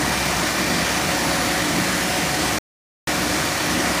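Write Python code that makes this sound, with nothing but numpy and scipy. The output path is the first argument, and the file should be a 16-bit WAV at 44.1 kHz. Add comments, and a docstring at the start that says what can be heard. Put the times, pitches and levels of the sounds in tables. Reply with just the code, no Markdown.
"""Wire drawing machine, flat out

Heard in a factory hall, just in front of the panel. Capstans, belts and coolant spray make a dense
roar with an uneven throb in the bass. The drive hums inside it at steady pitches, and the take-up
spindle whines faintly on top, rising and sagging with its speed. The sound cuts out for half a second."""
import sys
import numpy as np
from scipy import signal
from scipy.fft import rfft, irfft
from scipy.io import wavfile
from scipy.ndimage import uniform_filter1d

SR = 44100
rng = np.random.default_rng(int(sys.argv[2]) if len(sys.argv) > 2 else 0)


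def store_wav(level_fs):
    """Save 16-bit WAV to argv[1]."""
    pcm = np.round(np.clip(np.atleast_2d(level_fs), -1, 1) * 32767)
    wavfile.write(sys.argv[1], SR, pcm.T.astype(np.int16))


N = 176400

# spindle speed, as the pitch of its main whine: t/s, f/Hz
SPINDLE_SPEED = [(0, 9797), (.25, 9815), (.55, 9843), (.8, 9885), (.9, 9935), (.98, 9957), (1.1, 9915),
                 (1.2, 9875), (1.35, 9842), (1.9, 9828), (2.3, 9800), (2.58, 9820), (3.08, 9805),
                 (3.45, 9783), (3.7, 9795), (3.85, 9780), (4, 9795)]
NOMINAL_HZ = 9800  # that pitch at nominal speed
# spindle whines at nominal speed: f/Hz, line width/Hz, unsteady share/0-1, [(t/s, level/dB)]
SPINDLE_WHINES = [ (2367, 16, .15, [(0, -36.5), (.7, -37), (1.3, -42), (2.0, -51), (3.1, -55), (3.7, -44),
                  (4, -47)]), (4540, 60, .8, [(0, -60), (.45, -58), (.7, -40), (1.35, -42), (1.8, -56),
                  (3.1, -53), (3.55, -45), (4, -55)]), (9400, 20, .2, [(0, -63), (.6, -59), (.9, -51),
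                  (1.4, -64), (3.1, -61), (3.35, -51), (4, -60)]), (9800, 16, .06, [(0, -47), (.35, -54),
                  (.55, -45), (.75, -52), (.87, -44), (1.0, -40), (1.3, -60), (1.5, -51), (1.75, -56),
                  (2.0, -42.5), (2.55, -44.5), (3.5, -53), (3.9, -45)]), (9912, 16, .1, [(0, -62),
                  (1.2, -54), (1.4, -43.5), (2.0, -56), (4, -58)]), (10020, 16, .08, [(0, -49), (.45, -45),
                  (.7, -61), (.95, -58), (1.1, -45), (1.45, -41), (2.3, -53), (3.3, -45.5), (4, -50)]),
                  (10108, 24, .3, [(0, -48.5), (.4, -47.5), (.8, -66), (1.4, -62), (1.8, -55), (3.3, -52),
                  (4, -56)])]
# hum of motor, belts and gears: f/Hz, level/dB, line width/Hz, unsteady share/0-1
DRIVE_TONES = [(64.0, -41, 2, .05), (172.7, -45, 6, .6), (184.2, -41, 5, .4), (300.6, -37.3, 7, .3),
               (915.8, -45.5, 4, .3), (961.0, -52, 4, .4), (1236.3, -48, 3, .3), (1504.8, -46, 10, .7),
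               (2163.4, -51, 8, .6), (2588.6, -51, 14, .9), (3498.1, -50.5, 5, .4), (3861.4, -50, 20, .9),
               (5170, -48, 12, .6), (5774.3, -52, 20, .9), (8804.4, -55, 40, .9), (10993.8, -60, 10, .5),
               (12001.2, -65, 8, .5)]
# two strong gear tones that swell and fade: f/Hz, line width/Hz, unsteady share/0-1, [(t/s, level/dB)]
GEAR_TONES = [ (551.9, 3, .06, [(0, -46), (.9, -41), (1.15, -36), (1.5, -34), (1.75, -41), (2.05, -36.5),
              (2.5, -40), (3.2, -41), (4, -35.5)]), (735.9, 8, .25, [(0, -40), (.22, -35), (.6, -45),
              (.85, -43), (.95, -33.5), (1.2, -38), (1.6, -37.5), (1.8, -44), (1.93, -35), (2.55, -37),
              (3.1, -42), (4, -39)])]
# uneven bass throb, as boost or cut at the centre of its band: t/s, level/dB
BASS_THROB = [(0, 0), (.28, 0), (.55, -0.5), (.74, 5.5), (.86, -4), (1.05, 2.5), (1.13, -2), (1.3, 3),
              (1.55, -3), (1.74, 4.5), (1.9, 0.5), (2.22, 0), (2.36, -1.5), (2.5, 1.2), (3.35, 0.9),
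              (3.6, -4), (3.75, 3.7), (4, -2.5)]
THROB_HZ, THROB_WIDTH_HZ = 260, 92
# tone colour of capstans, belts and spray through the housing: f/Hz, relative level/dB
ROAR_SPECTRUM = [(20, -85.5), (40, -72.5), (55, -66), (80, -57.5), (115, -56.5), (175, -51.5), (215, -55.5),
                 (240, -52), (265, -54.5), (305, -51.5), (350, -53), (410, -60), (560, -57), (640, -56),
                 (730, -55), (800, -59), (1100, -58.5), (1420, -59.5), (1600, -60), (1780, -56.5),
                 (1950, -57.5), (2120, -60.5), (2400, -60.5), (2520, -63.5), (2850, -64), (3700, -66),
                 (4400, -64), (4850, -65.3), (5800, -65), (6600, -67), (7400, -68.5), (7700, -70.5),
                 (8700, -70), (9600, -72.5), (10150, -73), (10350, -77.5), (10600, -77.3), (11200, -76),
                 (13000, -77), (15200, -77.5)]
ROAR_DB, FLICKER_DB, FLUTTER_DB = -21.5, 0.84, 0.55
RIPPLE_DB, RIPPLE_STEP_HZ, RIPPLE_CORNER_HZ = 1.1, 16, 360  # comb of the hall's reflections


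def gain_of(db):
    """Decibels to gain."""
    return 10 ** (np.asarray(db) / 20)


def unit_rms(x):
    """Scales to rms 1."""
    return x / np.sqrt(np.mean(abs(x) ** 2) + 1e-20)


def curve(points):
    """Draws an automation curve through the points, one value a sample."""
    return np.interp(np.arange(N) / SR, *np.transpose(points))


def drift(rate_hz):
    """Smooth random motion of rms 1 up to about the given rate."""
    hz = np.fft.rfftfreq(N, 1 / SR)
    low_pass = np.exp(-(hz / rate_hz) ** 2 / 2) * (hz > 0)
    return unit_rms(irfft(rfft(rng.standard_normal(N)) * low_pass, N))


def tone(hz, width_hz, unsteady):
    """A tone of rms 1, part clean and part wavering in level and phase."""
    waver = drift(width_hz / 2) + 1j * drift(width_hz / 2)
    envelope = np.sqrt(1 - unsteady) + np.sqrt(unsteady / 2) * waver
    turns = np.cumsum(hz * np.ones(N)) / SR + rng.random()
    return unit_rms((envelope * np.exp(2j * np.pi * turns)).real)


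def patches(shape, frames, bins):
    """A smooth random texture of rms 1 over frequency and time."""
    field = uniform_filter1d(rng.standard_normal(shape), bins, axis=0)
    return unit_rms(uniform_filter1d(field, frames, axis=1))


def throb_share(hz):
    """How strongly a frequency rides the bass throb, 0-1."""
    return np.exp(-((hz - THROB_HZ) / THROB_WIDTH_HZ) ** 2 / 2)


def spindle():
    """Thin whines and a rough squeal swell and fade, all bending in pitch with the spindle's speed."""
    speed = curve(SPINDLE_SPEED) / NOMINAL_HZ
    return sum(gain_of(curve(level)) * tone(hz * speed, width, unsteady)
               for hz, width, unsteady, level in SPINDLE_WHINES)


def drive():
    """Motor, belts and gears hum at constant speed; the low tones ride the throb."""
    throb_db = curve(BASS_THROB)
    hum = sum(gain_of(db + throb_share(hz) * throb_db) * tone(hz, width, unsteady)
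              for hz, db, width, unsteady in DRIVE_TONES)
    gears = sum(gain_of(curve(level)) * tone(hz, width, unsteady)
                for hz, width, unsteady, level in GEAR_TONES)
    return hum + gears


def hall_ripple(hz):
    """The hall's reflections comb the spectrum: random peaks and dips in dB, shallower in the bass."""
    knots_hz = np.arange(SR // 2) * RIPPLE_STEP_HZ
    ripple = np.interp(hz, knots_hz, rng.standard_normal(len(knots_hz)))
    return RIPPLE_DB * ripple * hz / (hz + RIPPLE_CORNER_HZ)


def roar():
    """Capstans, belts and spray blend into a wall of noise that flickers and throbs in the bass."""
    hz = np.fft.rfftfreq(N, 1 / SR)
    points_hz, points_db = np.transpose(ROAR_SPECTRUM)
    colour_db = np.interp(np.log(hz + 1), np.log(points_hz + 1), points_db)
    steady = irfft(rfft(rng.standard_normal(N)) * gain_of(colour_db + hall_ripple(hz)), N)
    framing = dict(nperseg=1024, noverlap=768)
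    band_hz, t, bands = signal.stft(steady, SR, **framing)
    throb_db = throb_share(band_hz)[:, None] * np.interp(t, *np.transpose(BASS_THROB))
    flicker_db = FLICKER_DB * patches(bands.shape, frames=24, bins=14)
    moving = signal.istft(bands * gain_of(throb_db + flicker_db), SR, **framing)[1][:N]
    flutter = gain_of(FLUTTER_DB * drift(rate_hz=120))
    return gain_of(ROAR_DB) * unit_rms(moving * flutter)


def scene():
    """The machine sits dead centre, alike in both ears."""
    return np.tile(spindle() + drive() + roar(), (2, 1))


def record(dry, mute_from_s=2.585, mute_to_s=3.0725, cutoff_hz=15330):
    """A hard mute cuts the sound briefly; a steep low-pass trims the very top."""
    t = np.arange(N) / SR
    gate = (t < mute_from_s) | (t > mute_to_s)
    low_pass = signal.firwin(1023, cutoff_hz, window=("kaiser", 9), fs=SR)
    return signal.oaconvolve(dry * gate, low_pass[None], "same")


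dry = scene()
out = record(dry)
store_wav(out)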